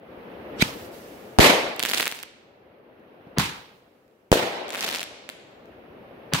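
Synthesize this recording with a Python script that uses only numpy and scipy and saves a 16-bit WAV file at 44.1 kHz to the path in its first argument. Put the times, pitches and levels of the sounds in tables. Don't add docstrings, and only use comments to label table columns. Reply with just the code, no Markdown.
import sys
import numpy as np
from scipy import signal
from scipy.fft import rfft, irfft
from scipy.io import wavfile
from scipy.ndimage import uniform_filter1d

SR = 44100
rng = np.random.default_rng(int(sys.argv[2]) if len(sys.argv) > 2 else 0)


def generate_wav(signal):
    frames = np.transpose(np.atleast_2d(signal))
    scaled = np.clip(frames, -1, 1) * 32767
    pcm = np.round(scaled).astype(np.int16)
    wavfile.write(sys.argv[1], SR, pcm)


def invert_db(x):
    u = np.asarray(x, float) / 20
    return 10 ** u


N = 282240


def unit(x):
    return x / np.sqrt(np.mean(x ** 2) + 1e-20)


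def along(points, hz):
    f, value = np.transpose(points)
    return np.interp(np.log(hz + 1), np.log(f + 1), value)


def level_curve(rows, t, fade_db):
    s, db = np.transpose(rows)
    after_end = np.clip(t - s[-1], 0, None)
    return np.where(t < s[0], -200, np.interp(t, s, db) - fade_db * after_end)


def add(out, s, x):
    i = round(s * SR)
    out[..., i:i + x.shape[-1]] += x[..., :N - i]


# (frequency [Hz], left-right likeness [-1 to 1])
LIKENESS = [(60, 1), (130, 0.96), (290, 0.85), (640, 0.51), (1410, -0.15), (3100, -0.011), (6820, 0.021),
            (15000, 0.94)]
# (frequency [Hz], left over right [dB])
SIDE_LEAN = [(60, 4), (110, -2), (200, 2.0), (380, 1.5), (700, 4.5), (1290, 0.5), (2380, -4), (4400, -3),
             (8120, 2), (15000, -8.5)]


def rush(spectrum, size, patchy_db, loss=None):
    hz, t, z = signal.stft(rng.standard_normal((2, size)), SR, nperseg=512)
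    patches = uniform_filter1d(rng.standard_normal(z.shape[1:]), size=8, axis=0)
    patches = uniform_filter1d(patches, size=4, axis=1)
    turn = np.arccos(np.clip(along(LIKENESS, hz), -1, 1))[:, None] / 2
    mid, side = z[0] * np.cos(turn), z[1] * np.sin(turn)
    lean = invert_db(along(SIDE_LEAN, hz) / 2)[:, None]
    colour = invert_db(along(spectrum, hz))[:, None]
    colour = colour / np.sqrt(np.mean(colour ** 2))
    if loss:
        colour = colour * invert_db(-along(loss, hz)[:, None] * t)
    pair = np.array([(mid + side) * lean, (mid - side) / lean])
    pair = pair * colour * invert_db(patchy_db * unit(patches))
    return signal.istft(pair, SR, nperseg=512)[1][:, :size]


# (time [s], level [dB])
GAIN = [(0, -48), (.12, -42), (.34, -39), (.62, -35.5), (.98, -41), (1.4, -42), (1.9, -50), (2.35, -53),
        (2.92, -51), (3.4, -45.5), (3.67, -53.5), (4.08, -58.5), (4.33, -60), (5.0, -48.5), (5.31, -51.5),
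        (5.63, -46.5), (6.4, -42.5)]
# (frequency [Hz], level [dB per Hz])
RUMBLE = [(71, -30), (120, -2), (177, -6), (246, -3.5), (503, -1), (988, -13.5), (1190, -14), (1860, -17.5),
          (2750, -21), (6240, -46), (7350, -56), (12300, -42.5), (16000, -47)]
# (frequency [Hz], level [dB per Hz])
DEEP = [(20, -38.5), (40, -11), (100, -0.5), (140, -7), (250, -40.5), (400, -120)]
# (time [s], level [dB], hold [s], fade [dB per s], first slap over it [dB])
ROLLS = [
    (0.638, -32.5, 0.0046, 120.5, 2),
    (1.402, -13.5, 0.065, 79.5, -5),
    (3.395, -25, .005, 104.5, 5.5),
    (4.331, -24.5, 0.015, 35.5, 8),
    (6.346, -25.5, 0.0046, 151, 2.5),
]


def far_rumble():
    t = np.arange(N) / SR
    gain = invert_db(level_curve(GAIN, t, fade_db=0))
    town = invert_db(-2.0) * gain * rush(RUMBLE, size=N, patchy_db=1.0)
    shake = sum(invert_db(level_curve([(s, db - 39.5)], t, fade_db=40)) for s, db, *_ in ROLLS)
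    deep = (invert_db(-17.5) * gain + shake) * unit(rush(DEEP, size=N, patchy_db=3))
    return town + deep


# (start [s], strongest [s], end [s], level [dB])
MURMURS = [
    (1.41, 1.497, 1.85, -27.5),
    (1.75, 1.98, 2.35, -43.5),
    (4.33, 4.42, 4.77, -33.5),
    (4.65, 4.876, 5.12, -40),
]
# (frequency [Hz], level [dB per Hz])
ROAR = [(100, -34), (300, -15), (500, -2), (700, -1.5), (950, -5.5), (1400, -22), (3000, -30.5),
        (16000, -71)]


def murmurs():
    t = np.arange(N) / SR
    swell = sum(invert_db(db) * np.interp(t, [a, b, c], [0, 1, 0]) ** 1.7 for a, b, c, db in MURMURS)
    return swell * rush(ROAR, size=N, patchy_db=2.0)


# (time [s], level [dB])
FUSE = [
    (.56, -67),
    (.595, -38),
    (.612, -23.5),
    (.623, -14.5),
    (.626, -22),
    (.64, -38.5),
]
# (frequency [Hz], level [dB per Hz])
JET = [(200, -15), (700, -8), (2000, 7), (4500, 2), (8000, -10.5), (16000, -28.5)]


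def fuse():
    t = np.arange(N) / SR
    return invert_db(level_curve(FUSE, t, fade_db=599.5)) * rush(JET, size=N, patchy_db=4.0)


# (start [s], end [s], level [dB], fade [dB per s])
TRAILS = [
    (.645, 0.868, -51, 12.5),
    (0.925, 1.368, -55, 18),
    (3.55, 3.763, -62.5, 65),
    (3.75, 4.3, -78, 6),
]
# (frequency [Hz], level [dB per Hz])
FIZZ = [(300, -39.5), (1200, -6.5), (2500, -3), (5000, -4), (9000, -10), (12000, -8.5), (16000, -10)]


def trails():
    t = np.arange(N) / SR
    burn = np.zeros(N)
    for a, b, db, fade in TRAILS:
        spell = [(a, db), (b, db - fade * (b - a))]
        burn += invert_db(level_curve(spell, t, fade_db=303.5) + 3.5)
    flicker_s = .04
    burn = uniform_filter1d(burn, size=round(flicker_s * SR))
    return burn * rush(FIZZ, size=N, patchy_db=1.2)


# (frequency [Hz], time to fall 60 dB [s])
YARD = [(150, 0.93), (600, 0.7), (2500, 1), (5000, 0.93), (8000, 0.7), (16000, 0.1)]
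# (time [s], echo level [dB])
WET = [
    (1.8, -8),
    (2.1, -13.5),
    (2.6, -18),
    (4.7, -9.5),
    (5.05, -11.5),
    (5.8, -3.5),
]


def yard(crackle):
    hz, t, z = signal.stft(rng.standard_normal((2, SR)), SR, nperseg=256)
    tail = signal.istft(z * invert_db(-60 * t / along(YARD, hz)[:, None]), SR, nperseg=256)[1]
    echo = signal.fftconvolve(crackle, tail / np.linalg.norm(tail[0]), axes=1)[:, :N]
    return invert_db(np.interp(np.arange(N) / SR, *np.transpose(WET))) * echo


# (frequency [Hz], level [dB per Hz])
LIFT_ECHO = [(24, -40.5), (40, -10.5), (140, 4), (491, -11), (646, -20), (810, -4.5), (965, -4), (3830, -7),
             (11600, -21), (16000, -27)]
# (frequency [Hz], level [dB per Hz])
SHELL_ECHO = [(24, -64), (40, -35), (297, -4), (444, -5.5), (585, -4), (1410, -12), (2100, -8.5),
              (3830, -13.5), (14800, -29), (16000, -45)]
# (frequency [Hz], level [dB per Hz])
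HIGH_ECHO = [(24, -60.5), (40, -16), (189, -9.5), (329, -7.5), (630, -7), (1210, -13.5), (2840, -14),
             (16000, -31)]
# (frequency [Hz], loss [dB per s])
AIR_LOSS = [(60, 60.5), (150, 26), (500, -7), (1500, -1), (4000, 5), (8000, 38.5), (15000, 57)]
# (delay [s], level over the roll [dB])
WALL_RETURNS = [
    (.045, -6.5),
    (.064, -5),
    (.1, -6.5),
]


def rolls():
    out, t = np.zeros((2, N)), np.arange(SR * 3 // 2) / SR
    lead = .005
    swell, age = 1 - np.exp(-t / 0.0059), np.clip(t - lead, 0, None)
    walls = 1 + sum(invert_db(db) * np.exp(-((age - delay) / 0.0064) ** 2) for delay, db in WALL_RETURNS)
    echoes = (LIFT_ECHO, SHELL_ECHO, LIFT_ECHO, HIGH_ECHO, LIFT_ECHO)
    ways = (1, 1, 1, 1.4, 1)
    for (start, db, hold, fade, slap_db), spectrum, way in zip(ROLLS, echoes, ways):
        slap = invert_db(slap_db - 990 * age)
        body = invert_db(-fade * np.clip(age - hold, 0, None))
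        farthest = invert_db(-24.5 - 43 * age)
        loss = [(hz, way * db_per_s) for hz, db_per_s in AIR_LOSS]
        noise = rush(spectrum, size=len(t), patchy_db=1.2, loss=loss)
        add(out, start - lead, swell * invert_db(db) * (slap + body + farthest) * walls * noise)
    return out


# (start [s], densest [s], end [s], peak [dB], sizzle [dB])
SWARMS = [
    (1.831, 2.0, 2.1, -19.5, -2),
    (2.059, 2.1, 2.26, -33.5, 0),
    (4.7, 4.87, 5.045, -21, -9),
]
# (time [s], peak [dB], left over right [dB], sizzle [dB])
STRAYS = [(1.08, -47, 1, 8), (1.69, -28, -2, -2), (1.763, -25, -2, 2.5), (2.1487, -24, -3, -1),
          (2.1899, -24, -1, -9), (2.2296, -20, -5, 5), (2.2343, -21, -4, -3), (2.997, -56, 0, 0),
          (4.08, -55, 0, -4), (4.112, -58, 0, -12), (4.682, -27, 0, -3), (4.692, -22, 0, -2),
          (5.2912, -17.5, 0, -8), (5.2993, -21, 2, -10), (5.657, -48, 1, -4)]
# (time [s], peak [dB], left over right [dB])
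LOW_STARS = [(1.7951, -9, -2), (1.8017, -11, -2), (1.8279, -6.5, -4), (1.8361, -7, -3), (1.8518, -6, -5),
             (1.8602, -12, -1), (1.8878, -13, -1), (1.8929, -11, -6), (1.899, -10, -5), (1.9136, -13, -4),
             (1.9185, -12, 0), (1.9354, -7, 6), (1.9381, -12, -4), (1.9441, -10, -4), (1.9474, -7, -5),
             (1.9744, -10, -3), (1.9769, -11, -3), (1.9804, -10, -1), (1.9827, -10, -3), (1.9985, -10, -4),
             (2.0015, -8, -1), (2.0078, -8, -6), (2.0203, -13, -2), (2.0279, -9, -7), (2.0565, -13, -1),
             (2.0651, -13, -2), (2.0706, -10, -3), (2.0785, -11, -3), (2.1148, -17, 4), (2.1238, -16, 4)]
# (time [s], peak [dB], left over right [dB])
HIGH_STARS = [(4.705, -17, -1), (4.7395, -18, -2), (4.7481, -15, -1), (4.7539, -19, 2), (4.7586, -20, 0),
              (4.7945, -20, 1), (4.8084, -13, 0), (4.8179, -19, 1), (4.8282, -14, -3), (4.8373, -16, -1),
              (4.8439, -13, 1), (4.8479, -12, 1), (4.8666, -17, -1), (4.8801, -16, -4), (4.8848, -15, 2),
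              (4.8882, -15, 1), (4.8906, -15, -1), (4.9003, -18, -1), (4.914, -17, 4), (4.9275, -15, -3),
              (4.9363, -17, -2), (4.9484, -11, 0), (4.9599, -14, 5), (4.9856, -20, 1), (4.9949, -16, -2),
              (5.0064, -16, -4), (5.0163, -18, 2), (5.0302, -15, -2), (5.0399, -21, -3)]


def all_stars():
    rows = [STRAYS]
    for a, b, c, db, sizzle_db in SWARMS:
        count = 170
        when = rng.triangular(a, b, c, size=count)
        peak_db = db - 7 * rng.exponential(size=count)
        pan_db = rng.normal(-1, 2.5, size=count)
        rows.append(np.c_[when, peak_db, pan_db, np.full(count, sizzle_db)])
    for loud, sizzle_db in ((LOW_STARS, -5.5), (HIGH_STARS, -11)):
        rows.append(np.c_[loud, np.full(len(loud), sizzle_db)])
    return np.vstack(rows)


def stars():
    s, db, pan_db, sizzle_db = all_stars().T[:, :, None]
    lag, spread, pitch = rng.standard_normal((len(s), 3)).T[:, :, None]
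    sizzle_db = sizzle_db + 3 * spread
    hz = 3250 * np.exp(.12 * pitch)
    lag_s = .00017 * lag
    t = np.arange(256) / SR
    out = np.zeros((2, N))
    for port, side in zip(out, (.5, -.5)):
        cycles = t * hz * np.exp(0.2 * rng.standard_normal(s.shape))
        weak_ring = 0.12 * invert_db(-60 * t / 0.00071)
        shock = np.sin(2 * np.pi * cycles) * np.where(cycles < 1, 1, weak_ring)
        slow_blast = 0.85 * np.sin(2 * np.pi * 600 * t) * invert_db(-60 * t / 0.0014)
        grit = rng.standard_normal((len(s), 256))
        dulling = np.where(s < 4.5, .15, .95)
        grit = grit + dulling * np.roll(grit, 1, axis=1)
        pop = shock + slow_blast + invert_db(sizzle_db - 2.5 - 60 * t / 0.005) * grit
        pop = invert_db(db + side * pan_db + 2.34) * pop / np.abs(pop).max(axis=1, keepdims=True)
        where = np.round((s + side * lag_s - .5 / hz) * SR).astype(int) + np.arange(256)
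        port += np.bincount(where.ravel(), pop.ravel(), N)[:N]
    return signal.sosfilt(signal.butter(2, 170, "high", fs=SR, output="sos"), out)


# (time [s], level [dB], rise [s], pitch [Hz])
PUFFS = [
    (3.272, -50, 0.0054, 120),
    (3.376, -26, 0.0053, 500),
    (6.328, -24.5, 0.0037, 503),
]


def puffs():
    out, t = np.zeros((2, N)), np.arange(SR // 10) / SR
    for s, db, rise, hz in PUFFS:
        shape = np.exp(-np.abs(t - .03) / rise)
        colour = [(hz / 3, -12), (hz, 0), (hz * 6, -14), (5000, -34), (10000, -70)]  # (Hz, dB per Hz)
        add(out, s - .03, invert_db(db) * shape * rush(colour, size=len(t), patchy_db=2))
    return out


# (time [s], crack [dB], thump [dB], thump pitch [Hz], thump length [s])
LIFTS = [
    (.624, -7, -4.5, 195, .0042),
    (3.3845, -5, -10, 162, .009),
    (6.336, -3, -16, 158, .011),
]


def lifts():
    out, t = np.zeros((2, N)), np.arange(SR // 10) / SR
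    lean_db = -3.5
    lean = invert_db([[lean_db / 2], [-lean_db / 2]])
    for s, crack_db, thump_db, hz, length in LIFTS:
        spike = invert_db(-60 * t / .0014) * np.sin(2 * np.pi * np.array([[4500], [3700]]) * t + .9)
        ground = .65 * np.roll(spike, round(.00063 * SR), axis=1)
        spit = 0.52 * invert_db(-60 * t / 0.0082) * uniform_filter1d(rng.standard_normal((2, len(t))), size=2)
        crack = invert_db(crack_db) * (spike + ground + spit)
        thump = -invert_db(thump_db) * np.exp(-(t / length) ** 1.5) * np.sin(2 * np.pi * hz * t - .7)
        add(out, s - .00005, crack * lean + thump)
    return out


# (time [s], signed swing [full scale], pitch [Hz])
WALLS = [(.5977, .07, 300), (1.4305, -.45, 600), (3.3762, .1, 300), (3.3992, -.25, 1200),
         (3.4065, .08, 200), (4.342, .17, 600), (4.3525, .2, 500), (4.3578, -.33, 450), (4.372, -.18, 450),
         (6.3476, -.12, 1300), (6.3505, -.18, 1400), (6.357, .08, 1300)]


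def wall_pulses():
    out = np.zeros((2, N))
    near = (np.arange(400) - 200) / SR
    for s, swing, hz in WALLS:
        pulse = swing * np.cos(2 * np.pi * hz * near) * np.exp(-(1.8 * hz * near) ** 2)
        add(out, s + near[0], pulse * [[1.1], [.9]])
    return out


# (time [s], signed swing [full scale], pitch [Hz], time to fall 60 dB [s], rattle [dB])
LEFT_FRONTS = [
    (1.3872, 1.9, 720, .011, -5),
    (1.3936, 1.7, 430, .013, -12),
    (1.3941, -.6, 150, .015, -30),
    (4.3173, .9, 2500, .002, -6),
    (4.3176, -1.2, 150, .01, -14),
    (4.3175, .3, 45, .05, -40),
    (4.3272, 1.9, 500, .011, -14),
]
# (time [s], signed swing [full scale], pitch [Hz], time to fall 60 dB [s], rattle [dB])
RIGHT_FRONTS = [
    (1.3871, 1.3, 3300, .0015, -30),
    (1.3873, 1.1, 140, .016, -40),
    (1.3935, -2.4, 105, .014, -40),
    (1.3935, .4, 30, .08, -40),
    (4.3171, 1, 2800, .002, -20),
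    (4.3173, -1.4, 140, .011, -40),
    (4.3173, .3, 25, .08, -40),
    (4.327, 1.8, 500, .011, -16),
]


def shells():
    out, t = np.zeros((2, N)), np.arange(SR // 20) / SR
    for port, fronts in zip(out, (LEFT_FRONTS, RIGHT_FRONTS)):
        for s, swing, hz, t60, rattle_db in fronts:
            membrane = swing * invert_db(-60 * t / t60) * np.cos(2 * np.pi * hz * t)
            rattle = uniform_filter1d(rng.standard_normal(len(t)), size=3) * invert_db(rattle_db - 60 * t / 0.017)
            add(port, s, membrane + rattle)
    return out


def scene():
    crackle = stars()
    background = far_rumble() + murmurs() + fuse() + trails()
    rest = background + yard(crackle) + rolls() + crackle
    rest = signal.sosfilt(signal.butter(2, 55, "high", fs=SR, output="sos"), rest)
    thumps = signal.sosfilt(signal.butter(1, 35, "high", fs=SR, output="sos"), puffs() + lifts())
    return rest + thumps + wall_pulses() + shells()


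def roll_off(x):
    return signal.sosfilt(signal.butter(12, 16650, fs=SR, output="sos"), x)


def record(dry):
    clipped = dry / (1 + np.abs(dry / .97) ** 8) ** (1 / 8)
    above_top = np.clip((np.fft.rfftfreq(N, 1 / SR) - 15850) / 200 + .5, 0, 1)
    mix = irfft(rfft(clipped) * invert_db(-22 * above_top), N)
    return roll_off(mix)


dry = scene()
out = record(dry)
generate_wav(out)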